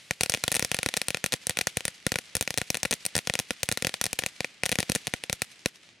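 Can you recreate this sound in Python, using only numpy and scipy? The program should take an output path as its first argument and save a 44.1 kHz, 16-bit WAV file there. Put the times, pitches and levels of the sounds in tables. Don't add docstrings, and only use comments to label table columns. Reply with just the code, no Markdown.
import sys
import numpy as np
from scipy import signal
from scipy.fft import rfft, irfft, next_fast_len
from scipy.io import wavfile
from scipy.ndimage import uniform_filter1d

SR = 44100
rng = np.random.default_rng(int(sys.argv[2]) if len(sys.argv) > 2 else 0)


def wav_record(signal):
    frames = np.transpose(np.atleast_2d(signal))
    bounded = np.clip(frames, -1, 1)
    quanta = np.round(bounded * 32767).astype(np.int16)
    wavfile.write(sys.argv[1], SR, quanta)


N = 264600

# t/s, strength/dB, body/dB (bass weight), sharpness/dB (treble weight)
BANGS = [(0.1094, -24.5, -8.5, -8.5), (0.2093, -24, -9.5, -2), (0.2342, -23.5, -12.5, 1),
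         (0.2608, -33, -12.0, -8), (0.2969, -26, -10.0, 5), (0.321, -31.5, -21, -5),
         (0.339, -25, -12, -5.0), (0.3474, -25.5, -11.5, -11.0), (0.3735, -41, -7, -5),
         (0.4387, -25.0, -10.5, -3.5), (0.4798, -23.5, -10.0, -5), (0.5177, -28, -9, 1.5),
         (0.5243, -36.5, -6.0, 9), (0.5432, -31, -19, -2.0), (0.5515, -31, -10.5, 5.5),
         (0.5575, -32, -9.0, 5), (0.5657, -28, -11, -9), (0.568, -34, -6.0, 5.0), (0.595, -27.5, -10.0, 1),
         (0.605, -40, -13, -5), (0.6253, -27.5, -4.5, -6), (0.6479, -29, -11.0, 1.5),
         (0.7162, -25.5, -9.0, -3.5), (0.745, -26, -10.5, -4), (0.7674, -40, -18.0, -3),
         (0.7888, -27.5, -8.5, -7.5), (0.8309, -28, -14.0, -3.5), (0.8615, -25.5, -4.0, -4.5),
         (0.8885, -29.0, -15.0, -6.5), (0.9399, -28, -16, -8), (0.9678, -30, -10.5, -0.5),
         (0.9725, -27, -11.0, -1.5), (1.0163, -27.5, -15.0, -5.5), (1.0842, -28.5, -9, 2.5),
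         (1.105, -30.5, -9, -5.0), (1.146, -25.5, -10.5, -12.5), (1.1711, -35.5, -14, -6),
         (1.2415, -26.0, -6.5, -3.5), (1.262, -30, -12.0, 0), (1.323, -28.5, -21, -8),
         (1.3305, -29, -10.5, -3.0), (1.3384, -25.5, -7, -5), (1.4694, -33.0, -7.5, 9),
         (1.4956, -28.0, -7, 3), (1.5076, -35, -15, -9.0), (1.5718, -28.0, -13, -6.5),
         (1.5888, -25.0, -12.5, -3.5), (1.6111, -27.5, -17, -14), (1.6136, -31.0, -9.5, -1.0),
         (1.6709, -23.5, -11.5, -4), (1.771, -27.0, -4.5, 3), (1.8068, -36.0, -16, -10.5),
         (1.8531, -30, -8, 3.5), (1.8805, -31.0, -10, 0), (2.0663, -24, -2.5, -1),
         (2.1196, -27.0, -5.5, -2.5), (2.1413, -35.0, -13, -11), (2.1576, -25, -9, -9.0),
         (2.1871, -31, -11.5, -4.5), (2.3528, -30, -5, 6.5), (2.3677, -33, -6, 4.5),
         (2.4103, -27.5, -6.5, 2.5), (2.4256, -36, -8, 2), (2.4764, -27.5, -12.5, -11.5),
         (2.5059, -30.5, -8.5, -4.0), (2.5414, -36.5, -12, -8), (2.5759, -26.5, -10.0, -0.5),
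         (2.5828, -29, -6.5, 0.5), (2.6157, -29.5, -5.5, -5), (2.703, -27, -6, 0.5),
         (2.7449, -29.5, -13, -5.0), (2.753, -32, -10.5, -8), (2.771, -36.5, -11, 4),
         (2.8317, -28, -9.5, 0), (2.8517, -27.5, -9, -13), (2.8553, -28.5, -7, -8.0),
         (2.91, -29.0, -7.5, 2), (2.9144, -32, -7, 0.0), (2.9266, -27.5, -10.5, -4.5),
         (2.9312, -29.5, -7, -9.0), (2.9383, -38, -6, 7.5), (3.0526, -34.5, -13.0, 4.0),
         (3.0635, -34, -10.5, 9.5), (3.1533, -25.5, -9.5, -5.5), (3.1653, -28.5, -3.0, 3),
         (3.1793, -32, -6, 4.5), (3.1894, -30.5, -11, -7), (3.273, -27.5, -9.5, -7.5),
         (3.2981, -23.5, -8.5, -12.5), (3.3383, -29, -15, -4.0), (3.3536, -27.5, -11.5, -8),
         (3.3907, -28, -12.0, -1.5), (3.3985, -31, -6.0, -1), (3.507, -26, -7, -9), (3.6319, -27, -9, 1.5),
         (3.6892, -27.5, -6, 0.5), (3.7154, -28.5, -7.0, -3), (3.724, -32.5, -5, 5.0),
         (3.7739, -28.5, -11.5, -7.0), (3.8237, -29.5, -6, -2), (3.8476, -25, -7.5, -10.5),
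         (3.8696, -27.0, -6.5, -2.5), (3.8935, -35, -12, -10), (3.9409, -28.5, -16.5, -9.5),
         (4.0136, -26, -11.0, -0.5), (4.0409, -29.5, -14, 3.5), (4.056, -34.5, -8, 2),
         (4.065, -32.0, -8.5, 0), (4.1306, -31.5, -7.5, 2), (4.1898, -25.5, -14, -5.5),
         (4.1921, -31, -9.5, -2), (4.2223, -39, -9, -12), (4.237, -30.5, -9.5, -13),
         (4.2626, -28.0, -11.5, -1.5), (4.4057, -26.5, -8.0, -13.5), (4.4454, -26.5, -14, -18),
         (4.6351, -23.5, -10.5, -10.5), (4.6565, -31.5, -19, -3), (4.6619, -27, -13, -2.5),
         (4.6928, -30.5, -11.5, -3), (4.7168, -28, -8, -2), (4.7228, -29, -7, -5), (4.7269, -29, -5.0, -7),
         (4.7559, -30.0, -14, -8.0), (4.7873, -26, 0, -3.5), (4.7981, -36, -9, -6),
         (4.8035, -29, -11.0, -2), (4.8288, -31.5, -9.5, -9.5), (4.8935, -39, -5, -12),
         (4.8975, -30.5, 3.5, 1), (4.9191, -30, -9, 0), (4.9511, -29.0, -9.0, 2.0), (4.9547, -35.5, -7, 3),
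         (4.9593, -29.5, -3.0, -3), (5.0702, -30.5, -12.5, -2), (5.0769, -34, -4, -10),
         (5.138, -26, -7.0, -10.5), (5.238, -33, -14.0, -7.5), (5.2974, -28, -6.5, -10),
         (5.3285, -30, -7.5, 3.5), (5.4197, -26.5, -9, 0), (5.6592, -21.5, -6.5, -6)]
# low f/Hz, high f/Hz
BAND_EDGES = [(25, 380), (400, 1400), (1400, 6000), (6500, 16000)]
BAND_CENTRES = [260, 600, 2900, 10000]


def firecrackers(size=2048, spot_count=6):
    t, hz = np.arange(size) / SR, np.fft.rfftfreq(size, 1 / SR)
    ports = dispersion(hz) * stereo_tilt(hz)
    bands = np.array([(hz >= low) & (hz < high) for low, high in BAND_EDGES])
    window = SR / 100
    fade = np.minimum(1, 2 * (1 - np.arange(size) / size)) ** 2
    eq = lambda db: causal(amp(along(np.transpose([BAND_CENTRES, db]), hz)))
    direct, spots = np.zeros((2, N + size)), np.zeros((spot_count, N + size))
    for k, (onset_s, strength_db, body_db, sharp_db) in enumerate(BANGS):
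        band_db = charge_voicing(strength_db, body_db, sharp_db)
        heard = shock_front(t, hz) * ports * (boom(hz, band_db[0], sharp_db) + housing_ring(hz))
        power = 2 * bands @ np.abs(heard.mean(0)) ** 2 / size / window
        eq_db = band_db - 10 * np.log10(power)
        all_round_db = eq_db + 0.69 * (eq_db[1:].mean() - eq_db)
        start = int(onset_s * SR)
        direct[:, start:start + size] += fade * irfft(heard * eq(eq_db))
        spots[k % spot_count, start:start + size] += fade * irfft(eq(all_round_db))
    return direct[:, :N], spots[:, :N]


# level/dB, dB per dB of body, dB per dB of sharpness
VOICING = [(1.5, 1.21, 0), (-5, 0.3378, 0), (-1.66, -0.0763, 0), (-1, -0.11, 1)]


def charge_voicing(strength_db, body_db, sharp_db):
    base_db, per_body, per_sharp = np.transpose(VOICING)
    return strength_db + base_db + per_body * body_db + per_sharp * sharp_db


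def shock_front(t, hz):
    burst = lambda db, t60: rfft(amp(db - 60 * t / t60) * stereo(len(t), side_db=-14))
    tear = burst(db=-10.5, t60=0.0043)
    scatter = rfft(amp(-25.5 - 60 * t / 0.021) * stereo(len(t), side_db=-7.5))
    tear *= along([(300, 0.046), (2000, 0.52), (7000, 0.72)], hz)
    scatter *= along([(200, 1.0), (1500, 0.47), (5000, 0.84)], hz)
    return 1 + tear + scatter


# level/dB, base f/Hz
BOOM_TUNING = [(-54, 220), (-43.5, 182), (-36.5, 130), (-31, 136), (-27, 182)]


def boom(hz, boom_db, sharp_db, drop_oct_per_db=0.0355):
    pitch_hz = np.interp(boom_db, *np.transpose(BOOM_TUNING)) * 2 ** (-drop_oct_per_db * sharp_db)
    weight = amp(0.25 * sharp_db)
    return weight * resonance(hz, pitch_hz, width=1.15 * pitch_hz)


# f/Hz, width/Hz, level/dB
HOUSING_MODES = [(517, 142, -2.5), (727, 82, -9), (982, 330, -13.5), (1433, 89, -7), (1893, 300, -2),
                 (2417, 343, -1.5), (2816, 380, -13.5), (3343, 290, -9), (3864, 450, -9),
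                 (4400, 240, -13.5), (5105, 220, -11.5), (5650, 236, -10), (6260, 470, -13.5),
                 (8420, 1150, -13), (11200, 8200, -29)]


def housing_ring(hz, spread_db=0.5, detune=0.012):
    centre, width, db = np.transpose(HOUSING_MODES)[..., None]
    gain = amp(db + spread_db * rng.standard_normal(db.shape))
    shared, per_port = rng.standard_normal(db.shape), rng.standard_normal((2, *db.shape))
    centre = centre * (1 + detune * (shared + 0.5 * per_port))
    roll_off_db = along([(9500, 1), (11000, 0.5), (12200, -8), (15000, -9), (16500, -21.5)], hz)
    return np.sum(gain * resonance(hz, centre, width), axis=1) * causal(amp(roll_off_db))


def dispersion(hz, bass_hz=220, mid_hz=980, treble_hz=3780, mismatch=0.21):
    port = np.array([[1 + mismatch], [1 - mismatch]])
    all_pass = lambda corner: (corner - 1j * hz) / (corner + 1j * hz)
    return all_pass(bass_hz) * all_pass(mid_hz * port) * all_pass(treble_hz) ** 2


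# f/Hz, left minus right level/dB
PAN = [(100, -0.2), (400, 0.4), (700, 2), (1400, 1), (1900, 5), (2900, 5), (5000, 3.5), (7500, -1),
       (10000, 2), (14000, 8.5)]


def stereo_tilt(hz):
    return amp(np.outer([0.5, -0.5], along(PAN, hz)))


# delay t/s, level/dB before the yard's EQ
WALL_SLAPS = [(.0145, -35.5), (0.025, -28.5), (0.0288, -33.5), (.099, -34), (.174, -32), (.231, -32.5)]
# delay t/s, relative level/dB
TAIL_ENVELOPE = [(.003, 14.5), (.012, 6), (.03, 1), (.048, -10), (.075, -12.5), (.098, 2.5), (.125, -10),
                 (.165, -5.5), (.19, -2), (.25, -3), (.3, -7.5), (.35, -12), (.42, -9), (.7, -11.5),
                 (1.2, -42)]
# f/Hz, level/dB
YARD_EQ = [(40, -38), (120, -2.5), (300, -16), (550, -9), (1000, -12.5), (1500, -7.5), (2100, 0),
           (3500, -1), (7000, -4.5), (10000, -5.5), (12500, -11.5), (16000, -27)]


def yard_echo(wet_db=-15, grain_db=3, air_loss_db_per_s=51):
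    size = SR * 6 // 5
    t = np.arange(size) / SR
    grains = amp(grain_db * unit(uniform_filter1d(rng.standard_normal(size), size=40)))
    tail = stereo(size, side_db=-7.5) * grains * amp(np.interp(t, *np.transpose(TAIL_ENVELOPE)))
    tail *= amp(wet_db) / np.linalg.norm(tail[0])
    for delay_s, db in WALL_SLAPS:
        slap = stereo(size=48, side_db=-8) * np.hanning(48)
        at = int(abs(delay_s + rng.normal(0, 0.0003)) * SR)
        tail[:, at:at + slap.shape[1]] += amp(db) * slap / np.linalg.norm(slap[0])
    hz, travel_s, spectra = signal.stft(tail, SR, nperseg=256)
    loss_db = air_loss_db_per_s * np.outer((hz / 10000) ** 2, travel_s)
    return signal.istft(spectra * amp(along(YARD_EQ, hz)[:, None] - loss_db), SR, nperseg=256)[1]


def echoes(spots):
    return sum(signal.fftconvolve(spot[None], yard_echo(), axes=1)[:, :N] for spot in spots)


# f/Hz, relative level/dB
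AIR_BED = [(25, -32), (60, -3), (105, 16.5), (200, 15), (500, 7), (1200, -5), (4000, -12), (9000, -55),
           (16000, -38)]


def background():
    air = unit(filtered(stereo(N, side_db=-30), lambda hz: amp(along(AIR_BED, hz))))
    wash = unit(filtered(stereo(N, side_db=-9.5), lambda hz: amp(along(YARD_EQ, hz) - hz / 1200)))
    return amp(-68.5) * air + amp(-52.5 - 22 * np.arange(N) / SR) * wash


def amp(db):
    return 10 ** (np.asarray(db) / 20)


def unit(x):
    return x / np.sqrt(np.mean(x ** 2) + 1e-20)


def along(points, hz):
    f, value = np.transpose(points)
    return np.interp(np.log(hz + 1), np.log(f + 1), value)


def filtered(x, response):
    size = next_fast_len(x.shape[-1] + SR // 2)
    return irfft(rfft(x, size) * response(np.fft.rfftfreq(size, 1 / SR)), size)[..., :x.shape[-1]]


def causal(gain):
    cepstrum = irfft(np.log(gain + 1e-6))
    half = cepstrum.shape[-1] // 2
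    cepstrum[..., 1:half] *= 2
    cepstrum[..., half + 1:] = 0
    return np.exp(rfft(cepstrum))


def resonance(hz, centre, width):
    return 1j * hz * width / (centre ** 2 - hz ** 2 + 1j * hz * width)


def stereo(size, side_db):
    mid, side = rng.standard_normal((2, size))
    return unit(np.array([mid + amp(side_db) * side, mid - amp(side_db) * side]))


def scene():
    direct, spots = firecrackers()
    return amp(0.43) * direct + amp(0.82) * echoes(spots) + background()


def record(dry, low_cut_hz=36, ceiling_db=-7, top_hz=16300):
    thinned = filtered(dry, lambda hz: 1j * hz / (low_cut_hz + 1j * hz))
    rounded = thinned / (1 + (thinned / amp(ceiling_db)) ** 4) ** (1 / 4)
    return filtered(rounded, lambda hz: 1 / np.sqrt(1 + (hz / top_hz) ** 120))


dry = scene()
out = record(dry)
wav_record(out)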